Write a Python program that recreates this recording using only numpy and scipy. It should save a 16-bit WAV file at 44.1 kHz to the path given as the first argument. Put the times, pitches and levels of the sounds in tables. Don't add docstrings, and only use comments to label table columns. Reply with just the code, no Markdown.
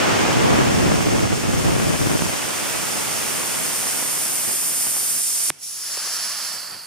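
import sys
import numpy as np
from scipy import signal
from scipy.fft import rfft, irfft, next_fast_len
from scipy.io import wavfile

SR = 44100
rng = np.random.default_rng(int(sys.argv[2]) if len(sys.argv) > 2 else 0)


def log_audio(samples):
    frames = np.atleast_2d(samples).T
    limited = np.clip(frames, -1, 1)
    pcm = np.round(limited * 32767).astype(np.int16)
    wavfile.write(sys.argv[1], SR, pcm)


def makeup_ratio(level_db):
    decades = np.asarray(level_db, float) / 20
    return 10 ** decades


N = 302658
SIZE = next_fast_len(N, True)
LOG_BINS = np.log(np.arange(SIZE // 2 + 1) * SR / SIZE + 1)

# frequency in Hz, level in dB per Hz.
FLOOR_COLOUR = [(30, -24), (120, -2.5), (300, -8.5), (700, -8), (2000, -25), (4000, -15), (8000, -25),
                (15000, -24)]
FLOOR_DB = -59
ROOM_T60_S, ROOM_DB, WALL_CUT_HZ = .7, -26, 5300

# time in seconds, hiss in dB.
JET_LEVEL = [(0.0, -31), (0.5, -31.5), (1.24, -31.5), (1.28, -33.3), (1.55, -32.5), (1.83, -30.5),
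             (4.14, -24.5), (5.09, -23), (5.5, -22), (5.57, -52), (5.6, -45), (5.635, -33), (5.76, -32.5),
             (5.91, -29), (6.15, -27.5), (6.49, -29.5), (6.7, -35.5), (6.86, -40)]
# time in seconds, pose.
POSE = [(0, 0.0085), (1.2, 0.083), (2.0, 0.34), (3.0, 0.5), (4.0, 0.72), (4.7, 0.9), (5.502, 0.86),
        (5.506, 1.8), (5.75, 2.14), (5.95, 2.83), (6.3, 2.97), (6.5, 3.15), (6.65, 3.6), (6.86, 3.8)]
# time in seconds, open share 0-1.
VALVE_OPEN = [
    (0, 1),
    (5.5029, 1),
    (5.5037, 0),
    (5.57, 0),
    (5.6, 1),
    (6.86, 1),
]
SEEP_DB = -51.5
# time in seconds, share lost 0-1.
FINGER_SHADE = [(0, 0), (5.18, 0), (5.22, .5), (5.52, .5), (5.54, 0), (6.86, 0)]
SHADE_HZ = 12300
# frequency in Hz, level in dB per Hz.
SUM_HELD = [
    [(3000, -8), (3900, -6.5), (4620, -2), (5020, -0.5), (5990, 0.8), (7720, -2), (8490, -3.5),
     (10300, -7.5), (11000, -12), (12000, -20), (14300, -13.5), (15600, -10)],
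    [(2240, -31), (3800, -19), (3960, -24.5), (4590, -13.5), (5200, -9.5), (5920, -12.5), (6740, -11.5),
     (7770, -8.5), (8640, -1), (9220, 0), (11200, -6), (12200, -9.5), (14200, -8.5), (14800, -13),
     (15600, -26)],
]
# frequency in Hz, level in dB per Hz.
SUM_LEAK = [
    [(2240, -22), (3800, -18), (5080, -11), (5480, -5.5), (6240, -10), (6700, -8), (8440, -13), (8790, -11),
     (10200, -4), (11600, -17), (13300, -17), (15600, -23)],
    [(2240, -27), (3800, -17), (4250, -8), (4700, -3), (5650, -5.5), (6170, -9.5), (7860, -10),
     (8640, -15.5), (9550, -9.5), (10200, -7.5), (10800, -9), (12000, -22), (13600, -17), (15600, -22)],
    [(2240, -66), (3800, -34), (4150, -12), (4560, -4), (4870, -9), (5290, -20), (5750, -23), (8240, -23),
     (8740, -18), (10400, -23), (12500, -35), (13900, -17), (15600, -46)],
]
SUM = SUM_HELD + SUM_LEAK
# frequency in Hz, level in dB per Hz.
DIFFERENCE = [
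    [(2240, -40), (3800, -11), (5820, -1.5), (6980, -3), (8190, -6), (8850, -9), (11100, -13), (12000, -19),
     (13400, -22), (14400, -13), (15600, -18)],
    [(2240, -48), (3800, -21), (4460, -21), (5260, -6), (6280, -5), (7770, 3.5), (11100, -3.5),
     (12000, -10), (13200, -5), (15600, -17)],
    [(2240, -54), (3800, -14), (4430, -23), (5260, -2), (6240, -7), (7770, -2), (10100, -7), (11700, -17),
     (13400, -15), (15600, -22)],
    [(2240, -49), (3800, -19), (4510, -13), (5140, -4), (5480, 1), (6210, -10), (7590, -2), (8440, -11),
     (9610, -6), (11500, -19), (13300, -16), (14400, -20), (15600, -20)],
    [(2240, -64), (3800, -34), (4180, -24), (4460, -19), (6740, -28), (7810, -6), (8850, -4), (9780, 1),
     (11300, -5), (12800, -32), (13100, -18), (14100, -17), (15600, -33)],
]
# level in dB, by pose.
DIFFERENCE_DB = [-2, -1.5, -1.5, -2.5, -0.3]
# frequency in Hz, shared part 0-1,
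# phase of the difference in radians.
COHERENCE = [(3000, .4, 3.5), (4400, 0.3, 2.2), (5360, 0.87, 2.27), (6960, 0.5, 0.93), (8250, 1, 1.56),
             (10000, 1, 1.2), (12000, .8, 1.6), (15000, .75, 1.1)]
# time in seconds, left minus right of the jet in dB, of the stream in dB.
LEAN = [(0, -1.5, -0.2), (1.4, 0, -.3), (2.16, -0.8, 1), (2.5, -1.3, -1.5), (4, -1.5, -2.5),
        (5.6, -2.6, -4), (5.96, -.3, -1), (6.65, -3.5, 0), (6.86, -3, -3)]

# time in seconds, strength in dB, aim at the ports 0-1,
# share coming as lone pops 0-1.
STREAM = [(0, 6.5, 0.22, 0.13), (.5, 4, 0.79, 0.41), (1.0, 1.3, 0.99, 0.58), (1.4, -1, 1, 0.52),
          (1.9, 0.4, 0.98, 0.53), (2.26, -0.5, 0.87, 0.8), (2.37, 0.15, 0.04, .3), (3.3, -1, 0.04, .2),
          (3.9, -2.5, .01, 0.42), (5.15, -9, 0.14, 0.63), (5.23, -13.5, .01, 0.7), (5.5, -10, .01, 0.3),
          (5.51, -26, 0.4, .4), (5.65, -31, 0.1, 0.36), (6.86, -24, 0.1, 0.4)]
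# time in seconds, level in dB, half length in seconds.
GUSTS = [(0.12, 0, 0.022), (0.343, -3, 0.036), (0.544, 3.5, 0.051), (.6, 3, 0.017), (0.748, 0, 0.013),
         (0.834, 1, 0.034), (1.07, -0.5, 0.033), (1.15, 4, 0.021), (1.26, 2, .015), (1.285, -5, .015),
         (1.387, -4, 0.045), (1.462, 2, 0.024), (1.68, 5, .03), (1.977, -7, 0.013), (2.016, 0.5, .025),
         (2.1, 2, .025), (2.184, -11, 0.015), (2.196, 4, 0.0095), (2.335, 6, 0.0084), (3.957, 1.5, 0.034),
         (4.495, 8.5, 0.025), (4.872, 7.5, 0.022), (5.177, 9.5, .015), (6.06, 6, 0.029), (6.527, 7.5, .04),
         (6.744, 14, 0.046)]
GUSTY_DB, GUSTS_PER_S = 0.26, 6.5
# frequency in Hz, level in dB per Hz.
THUD = [(15, -30), (35, -12), (60, -6), (85, -1), (130, 2), (250, -29)]
# frequency in Hz, level in dB per Hz.
RUMBLE = [(30, -28), (75, -12), (120, -2.6), (200, 0), (350, -4), (700, -11.5), (2000, -64)]
# frequency in Hz, level in dB per Hz.
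FLUTTER = [(150, -9), (350, -0.6), (700, 0.8), (1200, -2.5), (2500, -12), (5000, -62)]
# frequency in Hz, level in dB per Hz.
RUSH = [(500, -12), (1200, -2.5), (2000, -1.5), (2700, -1.5), (3400, -4), (3900, -9.5), (4600, -10),
        (8000, -28)]
# level in dB at strength 0, dB per dB of strength, dB added by full aim,
# share of a gust, level in dB against the bore.
STREAM_LAWS = [
    (-56.5, 1, 22.5, 1.03, -45),
    (-41.5, 1.5, 12, 0.88, -23.5),
    (-34, 1.45, 2.2, 0.57, -17),
    (-31.5, 0.89, -0.8, 0.17, -28),
]
# colour, difference in dB on the ports, popping factor 0-1.
STREAM_LAYERS = [(THUD, 9.1, .5), (RUMBLE, 9.1, .95), (FLUTTER, 3.1, .8), (RUSH, -1.1, .3)]
PORT_SHARE, PORT_SHARE_AIMED, PORT_SHARE_LEAK = 0.78, 0.13, .3

# frequency in Hz, level in dB per Hz.
BORE_SUM = [(260, -46), (450, -17), (516, -16), (643, -6.5), (786, -7.5), (910, -5), (1360, -1.5),
            (1810, -1.5), (2110, -5.5), (2930, -4.5), (3680, -7.5), (4000, -20), (5200, -36), (8800, -120)]
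# frequency in Hz, level in dB per Hz.
BORE_DIFFERENCE = [(450, -20), (900, -26), (1350, -10), (1900, -13), (2600, -2), (3500, -2.1), (4300, -11),
                   (5000, -40)]
BORE_DB, BORE_DB_PER_POSE = -8, 10.5
BORE_DULL_HZ, BORE_DULLING = 1900, .6
BORE_PUFF_S, BORE_PUFF_DB, BORE_PUFF_HALF_S = 6.735, 5, 0.027

SNAP_S, SNAP_DB = 5.50276, -8
SNAP_PUSH_S, SNAP_VENT_HZ = 0.00028, 620
# frequency in Hz, level in dB, t60 in seconds.
SNAP_MODES = [(327, -12, 0.016), (2300, -21, 0.0078), (155, -32.5, 0.13)]
# time in seconds, peak in dB.
TAPS = [
    (5.974, -28),
    (6.073, -36),
]
# frequency in Hz, level in dB, t60 in seconds.
TAP_MODES = [(440, -3, 0.021), (580, 1, 0.017), (770, -11, .025), (1000, -6, .02)]
LIMIT = .68


def rms_one(x):
    return x / np.sqrt(np.mean(x ** 2) + 1e-20)


def in_time(rows):
    s, *columns = np.transpose(rows)
    return [np.interp(np.arange(N) / SR, s, c) for c in columns]


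def gains(spectrum):
    hz, db = np.transpose(spectrum)
    below = np.maximum(np.log(hz[0]) - LOG_BINS, 0)
    return makeup_ratio(np.interp(LOG_BINS, np.log(hz), db, right=-90) - 40 * below)


def white(strength=1):
    return rfft(rng.standard_normal(N) * strength, SIZE)


def coloured(spectrum, source):
    return rms_one(irfft(source * gains(spectrum), SIZE)[:N])


def high_pass(x, hz):
    return signal.sosfilt(signal.butter(2, hz, "high", fs=SR, output="sos"), x)


def treble(x, hz):
    return signal.sosfiltfilt(signal.butter(2, hz, "high", fs=SR, output="sos"), x)


def drift(rate):
    r = np.exp(-2 * np.pi * rate / SR)
    wander = signal.lfilter([1], [1, -2 * r, r * r], rng.standard_normal(N + SR))
    return rms_one(wander[SR:])


def ports(total, difference):
    return np.array([total + difference, total - difference])


def struck(events, modes):
    clicks = np.full(N, 1e-18)
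    for s, db in events:
        clicks[round(s * SR)] = makeup_ratio(db)
    out = 0
    for hz, db, t60 in modes:
        r = makeup_ratio(-60 / (t60 * SR))
        w = 2 * np.pi * hz / SR
        out = out + signal.lfilter([0, makeup_ratio(db) * np.sin(w)], [1, -2 * r * np.cos(w), r * r], clicks)
    return out


def noise_floor():
    return makeup_ratio(FLOOR_DB) * ports(coloured(FLOOR_COLOUR, white()), 0.99 * coloured(FLOOR_COLOUR, white()))


def room(x):
    t = np.arange(SR) / SR
    tail = rng.standard_normal((2, len(t))) * makeup_ratio(-60 * t / ROOM_T60_S) * np.clip(t / 0.0019, 0, 1)
    tail = signal.sosfilt(signal.butter(1, WALL_CUT_HZ, fs=SR, output="sos"), tail)
    tail = tail / np.sqrt(np.sum(tail ** 2) / 2)
    return makeup_ratio(ROOM_DB) * signal.fftconvolve(x[None], tail, axes=1)[:, :N]


def taps():
    return high_pass(high_pass(struck(TAPS, TAP_MODES), 330.0), 330.0)


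def snap():
    late = np.arange(N) / SR - SNAP_S
    push = makeup_ratio(SNAP_DB + 5.5) * np.sin(np.pi * np.clip(late / SNAP_PUSH_S, 0, 1)) ** 2
    return high_pass(push, SNAP_VENT_HZ) + struck([(SNAP_S, SNAP_DB)], SNAP_MODES)


def after_snap():
    return np.clip((np.arange(N) / SR - VALVE_OPEN[3][0]) / .2, 0, 1)


def bore_db():
    (hiss_db,), (pose,) = in_time(JET_LEVEL), in_time(POSE)
    return hiss_db + BORE_DB - BORE_DB_PER_POSE * np.maximum(len(SUM) - 2 - pose, 0)


def bore():
    breath = ports(coloured(BORE_SUM, white()), makeup_ratio(-10.5) * coloured(BORE_DIFFERENCE, white()))
    top = treble(breath, BORE_DULL_HZ)
    lost = np.clip(BORE_DULLING * (in_time(POSE)[0] - (len(SUM) - 2)), 0, 1)
    puff_db = BORE_PUFF_DB * np.exp(-((np.arange(N) / SR - BORE_PUFF_S) / BORE_PUFF_HALF_S) ** 2)
    return after_snap() * makeup_ratio(bore_db() + puff_db) * (breath - lost * top)


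def eddies(per_s, spread_db, size_cap):
    born = rng.random(N) < per_s * makeup_ratio(3.1 * drift(25.0)) / SR
    return rms_one(born * makeup_ratio(spread_db * np.minimum(rng.exponential(1, N), size_cap)))


def stream():
    strength_db, aim, popping = in_time(STREAM)
    aim, popping = np.clip(aim, 0, 1), np.clip(popping, 0, 1)
    late, breath_db = after_snap(), bore_db()
    on_ports = (PORT_SHARE + PORT_SHARE_AIMED * aim) * (1 - late) + PORT_SHARE_LEAK * late
    on_ports = np.clip(on_ports, 0, 1)
    gust_db = sum(db * np.exp(-((np.arange(N) / SR - s) / half) ** 2) for s, db, half in GUSTS)
    gust_db = gust_db + GUSTY_DB * drift(GUSTS_PER_S)
    pops = eddies(per_s=500.0, spread_db=3.5, size_cap=2.23)
    out = 0
    for (colour, apart_db, poppy), law in zip(STREAM_LAYERS, STREAM_LAWS):
        db, follows, aimed_db, gusty, leak_db = law
        share = np.clip(popping * poppy, 0, 1)
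        strength = np.sqrt(1 - share + share * pops ** 2)
        total = coloured(colour, white(strength))
        apart = coloured(colour, white(strength))
        sound = ports(total, makeup_ratio(apart_db) * on_ports * apart)
        level = makeup_ratio(db + follows * strength_db + aimed_db * aim) + late * makeup_ratio(breath_db + leak_db)
        out = out + level * makeup_ratio(gusty * gust_db) * sound
    return out


def jet():
    (hiss_db,), (pose,), (is_open,), (shade,) = map(in_time, (JET_LEVEL, POSE, VALVE_OPEN, FINGER_SHADE))
    hz, same, turn = np.transpose(COHERENCE)
    same = np.clip(np.interp(LOG_BINS, np.log(hz), same), 0, 1) * .88
    turn = np.exp(1j * np.interp(LOG_BINS, np.log(hz), turn))
    source = white()
    apart = same * turn * source + np.sqrt(1 - same ** 2) * white()
    out = 0
    for k in range(len(SUM)):
        share = np.clip(1 - np.abs(pose - k), 0, 1)
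        difference = makeup_ratio(DIFFERENCE_DB[k]) * coloured(DIFFERENCE[k], apart)
        out = out + share * ports(coloured(SUM[k], source), difference)
    level = is_open * makeup_ratio(hiss_db) + (1 - is_open) * makeup_ratio(SEEP_DB)
    return level * makeup_ratio(.5 * drift(16.5)) * (out - shade * treble(out, SHADE_HZ))


def scene():
    jet_lean, stream_lean = (makeup_ratio(np.array([db, -db]) / 2) for db in in_time(LEAN))
    knocks = high_pass(snap(), 90.0) + taps()
    air = (jet() + bore()) * jet_lean + stream() * stream_lean
    knocks_at_ports = knocks * makeup_ratio(np.array([[-.8], [.8]]))
    return air + knocks_at_ports + room(air[1] + 0.25 * knocks) + noise_floor()


def low_pass(x):
    return signal.sosfilt(signal.butter(12, 15750, fs=SR, output="sos"), x)


def record(dry):
    mix = dry / (1 + (dry / LIMIT) ** 4) ** (1 / 4)
    return low_pass(mix)


dry = scene()
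out = record(dry)
log_audio(out)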